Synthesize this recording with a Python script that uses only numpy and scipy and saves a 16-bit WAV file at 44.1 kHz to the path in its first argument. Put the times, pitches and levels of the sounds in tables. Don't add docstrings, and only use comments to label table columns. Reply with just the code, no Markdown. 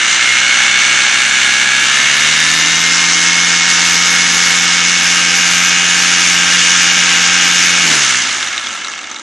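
import sys
import numpy as np
from scipy import signal
from scipy.fft import rfft, irfft, next_fast_len
from scipy.io import wavfile
from scipy.ndimage import uniform_filter1d

SR = 44100
rng = np.random.default_rng(int(sys.argv[2]) if len(sys.argv) > 2 else 0)


def digitize_waveform(pressure):
    field = np.atleast_2d(pressure).T
    bounded = np.clip(field, -1, 1)
    quanta = np.round(bounded * 32767).astype(np.int16)
    wavfile.write(sys.argv[1], SR, quanta)


def voltage_ratio(decibels):
    exponent = np.asarray(decibels, float) / 20
    return 10 ** exponent


N = 406591
CUT_S = 7.83
PART_HZ, FULL_HZ = 118, 158
GEAR = .5555

# (time [s], firing rate [Hz])
CRANK_HZ = [(0.0, 109.6), (0.3, 113.0), (0.48, 115.5), (0.83, 116.9), (1.55, 118.9), (1.78, 119.3),
            (1.92, 122.8), (2.05, 127.5), (2.29, 138.7), (2.42, 143.8), (2.55, 147.5), (2.71, 150.1),
            (3.03, 153.5), (3.36, 155.5), (4.6, 157.2), (5.7, 158.1), (6.7, 158.5), (7.82, 158.5)]
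# (multiple, part speed [dB], just after run-up [dB],
# pipe hot [dB])
FIRING_ORDERS = [(1, -44, -29.5, -24.5), (2, -21, -18, -17), (3, -23.5, -21.5, -20.5), (4, -30, -35, -23),
                 (5, -23, -16.5, -12.5), (6, -28, -13.5, -20.5), (7, -16.5, -13.5, -12.5),
                 (8, -26, -9.5, -6.5), (9, -21.5, -12, -15), (10, -18, -7, 0.5), (11, -19, -3.5, -2.5),
                 (12, -10, -5.5, -5.5), (13, -5.5, -27, -10.5), (14, 1, 1.5, 2.5), (15, -7, -10, -1.5),
                 (16, -13.5, -12, 0.2), (17, -17, -9, -8), (18, -7, -8, 2.5), (19, 1.2, -8.5, -11),
                 (20, -8, -13, -4), (21, -8.5, -15, -10), (22, -19, -9, -6), (23, -6.5, -5.5, -4.5),
                 (24, -6.5, -12, -12), (25, -7.5, -9.5, -12),
                 (29, -19, -13, -9.5), (30, -9, -24, -20), (31, -10.5, -19, -21), (32, -17, -10.5, -7.5),
               (33, -21, -8.5, -6), (35, -25, -8, -3.5), (36, -16, -7, -15), (37, -8, -14, -12),
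               (38, -25, -6.5, -6), (40, -28, -8, -9.5)]
# (start [s], end [s], multiple of firing rate, level [dB])
FIN_WHISTLES = [
    (2.498, 4.2, 41, -49),
    (2.799, 3.6, 39, -28),
    (4.1, 6.5, 40, -24.5),
    (6.505, 7.85, 42, -25),
]
# (centre [Hz], width [Hz], level [dB])
SILENCER_MODES = [(296, 17, -14.5), (720, 120, -30.5), (1010, 110, -18.5), (1260, 57, -7.5),
                  (1750, 97, 0.5), (2152, 140, 0.5), (2840, 120, -1.5), (3700, 240, -5), (6300, 850, -13)]
# (centre [Hz], width [Hz], level [dB])
FRAME_MODES = [(1338, 195, 1), (1683, 250, 1), (2165, 175, 3.5), (2850, 400, -0.5), (3530, 700, -1),
               (6600, 950, -7.5)]
# (multiple, part speed [dB], full speed [dB], coasting [dB])
BLADE_HARMONICS = [(1, -17, -15, -21), (2, -0.5, -1, 0), (3, -1.5, -9, -1.5), (4, -7, -23, 1.5),
                   (6, -18, -19, -4)]
# (blade passes added, level [dB])
BLADE_BEATS = [(-2, -54), (-1, -47), (1, -49), (2, -47), (3, -50)]
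# (frequency [Hz], density [dB])
BODY_SPECTRUM = [(410, -22.5), (700, -15), (785, -11), (1180, -7.5), (1540, -2.5), (1990, -3.5),
                 (2180, -3.5), (2480, -2.5), (2910, -2.5), (4000, -7), (5000, -18.5), (6500, -45),
                 (11000, -120)]
# (frequency [Hz], density [dB])
FULL_HISS_SPECTRUM = [(2350, -33.5), (4000, -6), (4380, -4), (5190, -2), (6520, 1), (8700, -14),
                      (10500, -15), (11700, -14.5), (12400, -105), (16100, -75), (22000, -120)]
# (frequency [Hz], density [dB])
PART_HISS_SPECTRUM = [(2350, -28), (4000, -2.5), (4360, -4), (5340, -4), (6130, 2.5), (7690, -6),
                      (11000, -19.5), (12200, -33), (12400, -59), (16100, -95), (22000, -120)]
# (frequency [Hz], density [dB])
RUMBLE_SPECTRUM = [(25, -44), (70, -18), (130, -28), (220, -7.5), (330, -8.5), (440, -15), (650, -11.5),
                   (900, -7.5), (1200, -23), (2000, -120)]
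# (time [s], peak [dB], ring [Hz])
SLAPS = [(8.172, -7, 2770), (8.146, -3, 1750), (8.3123, -7, 4200), (8.3508, -13, 3680), (8.4076, -8, 5930),
         (8.4281, -3, 3760), (8.4715, -4.5, 3720), (8.5314, -12, 6470), (8.5433, -15, 3620),
         (8.5784, .6, 3700), (8.6281, -14, 3450), (8.6456, -11, 3360), (8.6695, -4, 3380),
         (8.706, -10.5, 2880), (8.7283, -8, 6560), (8.7484, -20, 3670), (8.7773, -15, 2690),
         (8.8187, -15, 2760), (8.8466, -6.5, 3940), (8.872, -10.5, 3770), (8.8831, -11, 5740),
         (8.8985, -12, 6350), (8.9364, -10, 2650), (8.9589, -19, 2880), (8.9903, -13, 2690),
         (9.0412, -14, 3610), (9.114, -8.5, 6200), (9.1445, -15, 5700), (9.1614, -12, 3720),
         (9.0716, -19, 4800)]
# (time [s], level [dB])
WIND_PUFFS = [(.25, -57), (1.49, -57), (2.26, -57), (2.5, -50), (2.85, -56), (3.33, -52), (3.9, -54),
              (4.42, -44), (4.62, -53), (5.07, -48), (5.55, -48), (5.9, -54), (6.3, -54), (6.6, -57),
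              (7.12, -51), (7.34, -51), (7.57, -54), (7.8, -54)]
# (frequency [Hz], side level [dB])
STEREO_WIDTH = [(300, -61), (1140, -33.5), (2050, -23), (3690, -16), (5200, -15.5), (6650, -14),
                (8800, 1.5), (12000, -3)]
# (time [s], side share)
TREBLE_LEAN = [(0, -0.047), (1.2, -0.039), (2.2, 0.0018), (7.8, 0), (8.1, -0.043), (9.22, -0.048)]
# (start [s], end [s], treble edge lower by [Hz])
DULL_SPELLS = [
    (-1, 1.2, 1200),
    (2.75, 3.9, 1100),
    (4.5, 5.1, 700),
    (6.4, 8.3, 500),
]


def shaft():
    drag_per_s, friction_per_s2 = 1.2, .14
    after_s = np.maximum(np.arange(N) / SR - CUT_S, 0)
    slowing = 1 + drag_per_s * after_s + friction_per_s2 * after_s ** 2
    return curves(CRANK_HZ)[0] / slowing, after_s


def orders():
    at_26th_db = np.array([-14, -15.5, -24.5])
    fall_db_per_order = np.array([.9, -0.5, -1.3])
    listed = {round(k): levels for k, *levels in FIRING_ORDERS}
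    plain = lambda k: at_26th_db - fall_db_per_order * (k - 26)
    return [(k, *listed.get(k, plain(k))) for k in range(1, 43)]


def engine():
    note_db, cold_loss_db, fall_db_per_s = -14, 2.5, 28
    t_s = np.arange(N) / SR
    hz, after_s = shaft()
    turn = 2 * np.pi * np.cumsum(hz) / SR + 0.0069 * wobble(40)
    colour_db = lambda f: 20 * np.log10(resonance(f, -45, SILENCER_MODES))

    coarse_hz, coarse_s = hz[::64], t_s[::64]
    part = np.clip((126 - coarse_hz) / 6, 0, 1) * np.clip((coarse_hz - 106) / 9, 0, 1)
    full = np.clip((coarse_hz - 143) / 10, 0, 1)
    hot = np.clip((coarse_s - 4.3) / 1.4, 0, 1)
    tone = np.zeros(N)
    for k, part_db, fresh_db, hot_db in orders():
        settled_db = (1 - hot) * (fresh_db - 1.5) + hot * (hot_db - 3.5)
        source_db = part * (part_db - colour_db(k * PART_HZ))
        source_db += full * (settled_db - colour_db(k * FULL_HZ))
        drift_db = .8 * wobble(1.5, len(coarse_s)) + 1.2 * wobble(14, len(coarse_s))
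        gain = np.interp(t_s, coarse_s, voltage_ratio(source_db + colour_db(k * coarse_hz) + drift_db))
        tone += gain * np.sin(k * turn + rng.uniform(0, 2 * np.pi))

    level_db = note_db - cold_loss_db * np.clip(1 - t_s / 0.57, 0, 1) - fall_db_per_s * after_s
    tone = voltage_ratio(level_db) * unit(tone)
    for start_s, end_s, k, whistle_db in FIN_WHISTLES:
        fade = np.clip(np.minimum(t_s - start_s, end_s - t_s) / 0.15, 0, 1)
        tone += fade * voltage_ratio(whistle_db + 2.5 * wobble(23)) * np.sin(round(k) * turn)
    return tone, turn


def propeller(crank):
    thrum_db, driven_power, coast_lift_db, coast_power = -29, 4.6, 3, 5.3
    hz = GEAR * shaft()[0]
    turn = 2 * np.pi * np.cumsum(hz) / SR
    load = np.clip((hz - 66) / 20, 0, 1)
    running = np.arange(N) < CUT_S * SR
    speed_db = 20 * np.log10(hz / hz.max())
    coasting_db = np.minimum(coast_lift_db + coast_power * speed_db, 1.5)
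    level_db = thrum_db + np.where(running, driven_power * speed_db, coasting_db)

    tone = np.zeros(N)
    for k, part_db, full_db, coast_db in BLADE_HARMONICS:
        slow_db = np.where(running, part_db, coast_db)
        harmonic_db = slow_db + load * (full_db - slow_db) + 0.83 * wobble(14)
        tone += voltage_ratio(harmonic_db) * np.sin(round(k) * turn + 0.11 * wobble(27))
    beats = np.zeros(N)
    for k, beat_db in BLADE_BEATS:
        beats += voltage_ratio(beat_db + 3.2 * wobble(6)) * np.sin(2 * crank + round(k) * turn)
    return np.sqrt(2) * voltage_ratio(level_db) * tone + (0.19 + load) * running * beats, turn


def air(crank, blades):
    body_db, hiss_db, rumble_db, load_gain_db = -12, -17, -36.5, 1.93
    body_power, hiss_power, rumble_power = 2.65, 3.1, 0.8
    held_hz = 68.2
    t_s = np.arange(N) / SR
    firing_hz, after_s = shaft()
    sink_db = (after_s > 0) * np.minimum(20 * np.log10(GEAR * firing_hz / held_hz), 0)
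    sigh = np.exp(-((t_s - 7.92) / 0.079) ** 2)
    load = np.clip((t_s - 1.7) / 0.91, 0, 1)

    chop = 1.52 * np.cos(blades) + 1.36 * np.cos(2 * blades) + 0.37 * np.cos(crank)
    chop += 0.51 * wobble(30) + 0.6 * wobble(8)
    body = rush(lambda hz: voltage_ratio(along(BODY_SPECTRUM, hz)) * resonance(hz, -8), patchy_db=0.46)
    full_hiss = rush(lambda hz: voltage_ratio(along(FULL_HISS_SPECTRUM, hz)), patchy_db=1.0)
    part_hiss = rush(lambda hz: voltage_ratio(along(PART_HISS_SPECTRUM, hz)), patchy_db=0.5)
    hiss = np.sqrt(load) * full_hiss + np.sqrt(1 - load) * part_hiss
    rumble = rush(lambda hz: voltage_ratio(along(RUMBLE_SPECTRUM, hz)), patchy_db=-0.5)

    body_db = body_db + 0.8 * np.clip(after_s / .08, 0, 1)
    body_db = body_db + body_power * sink_db + 0.65 * wobble(1.494)
    hiss_db = hiss_db + load_gain_db * load + hiss_power * sink_db + 2.5 * sigh + 0.24 * wobble(1.2)
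    rumble_db = rumble_db + load_gain_db * load + rumble_power * sink_db + 8 * sigh
    chopped_body = voltage_ratio(body_db - 2.5) * unit(voltage_ratio(0.31 * chop) * body)
    chopped_hiss = voltage_ratio(hiss_db) * unit(voltage_ratio(chop) * hiss)
    return chopped_body + chopped_hiss + voltage_ratio(rumble_db) * rumble


def clatter():
    out = np.zeros(N + SR)
    t_s = np.arange(SR // 10) / SR
    noises = rng.standard_normal((len(SLAPS), len(t_s)))
    for (slap_s, peak_db, ring_hz), noise in zip(SLAPS, noises):
        ring = np.sin(2 * np.pi * ring_hz * t_s) + 0.48 * np.sin(2 * np.pi * 1.07 * ring_hz * t_s)
        ring *= voltage_ratio(-60 * t_s / 0.019)
        crack = 1.05 * voltage_ratio(-60 * t_s / 0.014) * noise
        knock_db = -13.5 - 9.5 * (slap_s - 8.2) + 1.8 * noise[0] - peak_db
        knock = sum(voltage_ratio(db) * np.sin(2 * np.pi * hz * t_s) for hz, width_hz, db in FRAME_MODES[:3])
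        knock = voltage_ratio(knock_db - 60 * t_s / 0.058) * knock
        onset = 1 - np.exp(-t_s / 0.00032)
        out[round(slap_s * SR):][:len(t_s)] += voltage_ratio(peak_db - 3.0) * (ring + crack + 0.5 * knock) * onset
    slaps = filtered(out[:N], lambda hz: voltage_ratio(along([(500, -20), (1200, 2), (7500, -3.5), (10000, -22)], hz)))

    rattle_db, rise_s, fall_db_per_s, ticks_per_s = -24.5, .17, 6, 140
    part_modes = [(1290, 210, 2.5), (2190, 140, -4), (3700, 400, -3.0), (5870, 530, -5)]  # Hz, width Hz, dB

    def parts(f):
        return sum(voltage_ratio(db) * 1j * f * w / (c * c - f * f + 1j * f * w) for c, w, db in part_modes)

    ticks = (rng.random(N) < ticks_per_s / SR) * rng.choice([-1, 1], N)
    ticks = ticks * voltage_ratio(3.5 * np.clip(rng.standard_normal(N), -3, 1.6))
    after_s = shaft()[1]
    level = voltage_ratio(rattle_db - fall_db_per_s * after_s) * np.clip(after_s / rise_s, 0, 1) ** 3
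    return slaps + level * unit(filtered(ticks, parts))


def strut():
    t_s = np.arange(N) / SR
    fade = np.clip((t_s - 8.55) / .15, 0, 1)
    return voltage_ratio(-52 + 1.5 * wobble(8)) * fade * np.sin(2 * np.pi * 570 * t_s)


def wind():
    puff_s, calm_db = 0.07, -73
    t_s = np.linspace(0, N / SR, num=N // 64)
    level = voltage_ratio(calm_db + 4 * wobble(5, len(t_s)))
    level += sum(voltage_ratio(db) * np.exp(-((t_s - s) / puff_s) ** 2) for s, db in WIND_PUFFS)
    level = np.interp(np.arange(N) / SR, t_s, level * voltage_ratio(2.7 * wobble(12, len(t_s))))
    spectrum = [(15, -17), (30, 3), (60, 7), (110, -15), (200, -43)]  # Hz, dB
    return level * rush(lambda hz: voltage_ratio(along(spectrum, hz)), patchy_db=0.0)


def unit(x):
    return x / np.sqrt(np.mean(x ** 2) + 1e-20)


def along(points, hz):
    f, v = np.transpose(points)
    return np.interp(np.log(hz + 1), np.log(f + 1), v)


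def curves(rows):
    s, *columns = np.transpose(rows)
    return [np.interp(np.arange(N) / SR, s, column) for column in columns]


def wobble(knots_per_s, count=N):
    knots = rng.standard_normal(int(N * 60 / SR))
    return np.interp(np.linspace(0, N * knots_per_s / SR, count), np.arange(len(knots)), knots)


def filtered(x, response):
    size = next_fast_len(N + SR // 4)
    return irfft(rfft(x, size) * response(np.fft.rfftfreq(size, 1 / SR)), size)[..., :N]


def resonance(hz, floor_db, modes=FRAME_MODES):
    power = sum(voltage_ratio(2 * db) / (1 + (2 * (hz - c) / w) ** 2) for c, w, db in modes)
    return np.sqrt(power + voltage_ratio(2 * floor_db))


def rush(response, patchy_db):
    z = signal.stft(rng.standard_normal(N), nperseg=256)[2]
    patches = uniform_filter1d(rng.standard_normal(z.shape), size=8, axis=0)
    patches = uniform_filter1d(patches, size=8, axis=1)
    noise = signal.istft(z * voltage_ratio(patchy_db * unit(patches)), nperseg=256)[1][:N]
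    return unit(filtered(noise, response))


def scene():
    exhaust, crank = engine()
    thrum, blades = propeller(crank)
    sweep = .35 * np.cos(blades) + .25 * np.cos(2 * blades)
    exhaust = exhaust + filtered(exhaust * sweep, lambda hz: hz > 600)
    mid = exhaust + thrum + air(crank, blades) + clatter() + strut() + wind()

    scatter = rng.standard_normal(SR // 5) * voltage_ratio(-60 * np.arange(SR // 5) / 7000)
    scattered = signal.fftconvolve(mid, scatter / np.linalg.norm(scatter))[:N]
    side = filtered(scattered, lambda hz: voltage_ratio(along(STEREO_WIDTH, hz)))
    treble = filtered(mid, lambda hz: voltage_ratio(along([(500, 1), (3000, 3.6)], hz)))
    side += curves(TREBLE_LEAN)[0] * treble
    return np.array([mid + side, mid - side])


def thin_bands(x):
    edge_hz, edge_fall_hz_per_s = 11200, 1900
    hz, t_s, z = signal.stft([x[0] + x[1], x[0] - x[1]], SR, nperseg=2048)
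    hz = hz[:, None]
    edge = edge_hz + 250 - edge_fall_hz_per_s * np.maximum(t_s - CUT_S - .2, 0)
    for start_s, end_s, lower_hz in DULL_SPELLS:
        edge -= lower_hz * np.clip(np.minimum(t_s - start_s, end_s - t_s) / .2, 0, 1)
    lost_share = np.clip((hz - 7700) / (edge - 7700), 0, 1) ** 1.2 * .88 + .12 * (hz > edge + 500)

    band = (hz[:, 0] // 110).astype(int)
    chance = rng.random((band.max() + 1, len(t_s) // 3 + 1))
    chance = np.repeat(chance, 3, axis=1)[band, :len(t_s)]

    size = uniform_filter1d(np.abs(z), size=3, axis=2) / (np.linalg.norm(z[0], axis=0) + 1e-9)
    mid_floor_db = np.where(hz < 200, -45, -48) - 4 * (hz < 85) * (hz > 50)
    mid_kept = (size[0] > voltage_ratio(mid_floor_db)) | (hz > 700)
    side_kept = (uniform_filter1d(size[1], size=4, axis=0) > voltage_ratio(-43.5)) | (hz > 5600)
    kept = z * (chance > lost_share) * [mid_kept, side_kept]
    mid, side = signal.istft(kept, SR, nperseg=2048)[1][:, :N] / 2
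    return np.array([mid + side, mid - side])


def top_cut(x):
    return signal.sosfilt(signal.butter(12, 12570, fs=SR, output="sos"), x)


def record(dry):
    rounded = dry / (1 + np.abs(dry / .93) ** 6) ** (1 / 6)
    mix = thin_bands(rounded)
    return top_cut(mix)


dry = scene()
out = record(dry)
digitize_waveform(out)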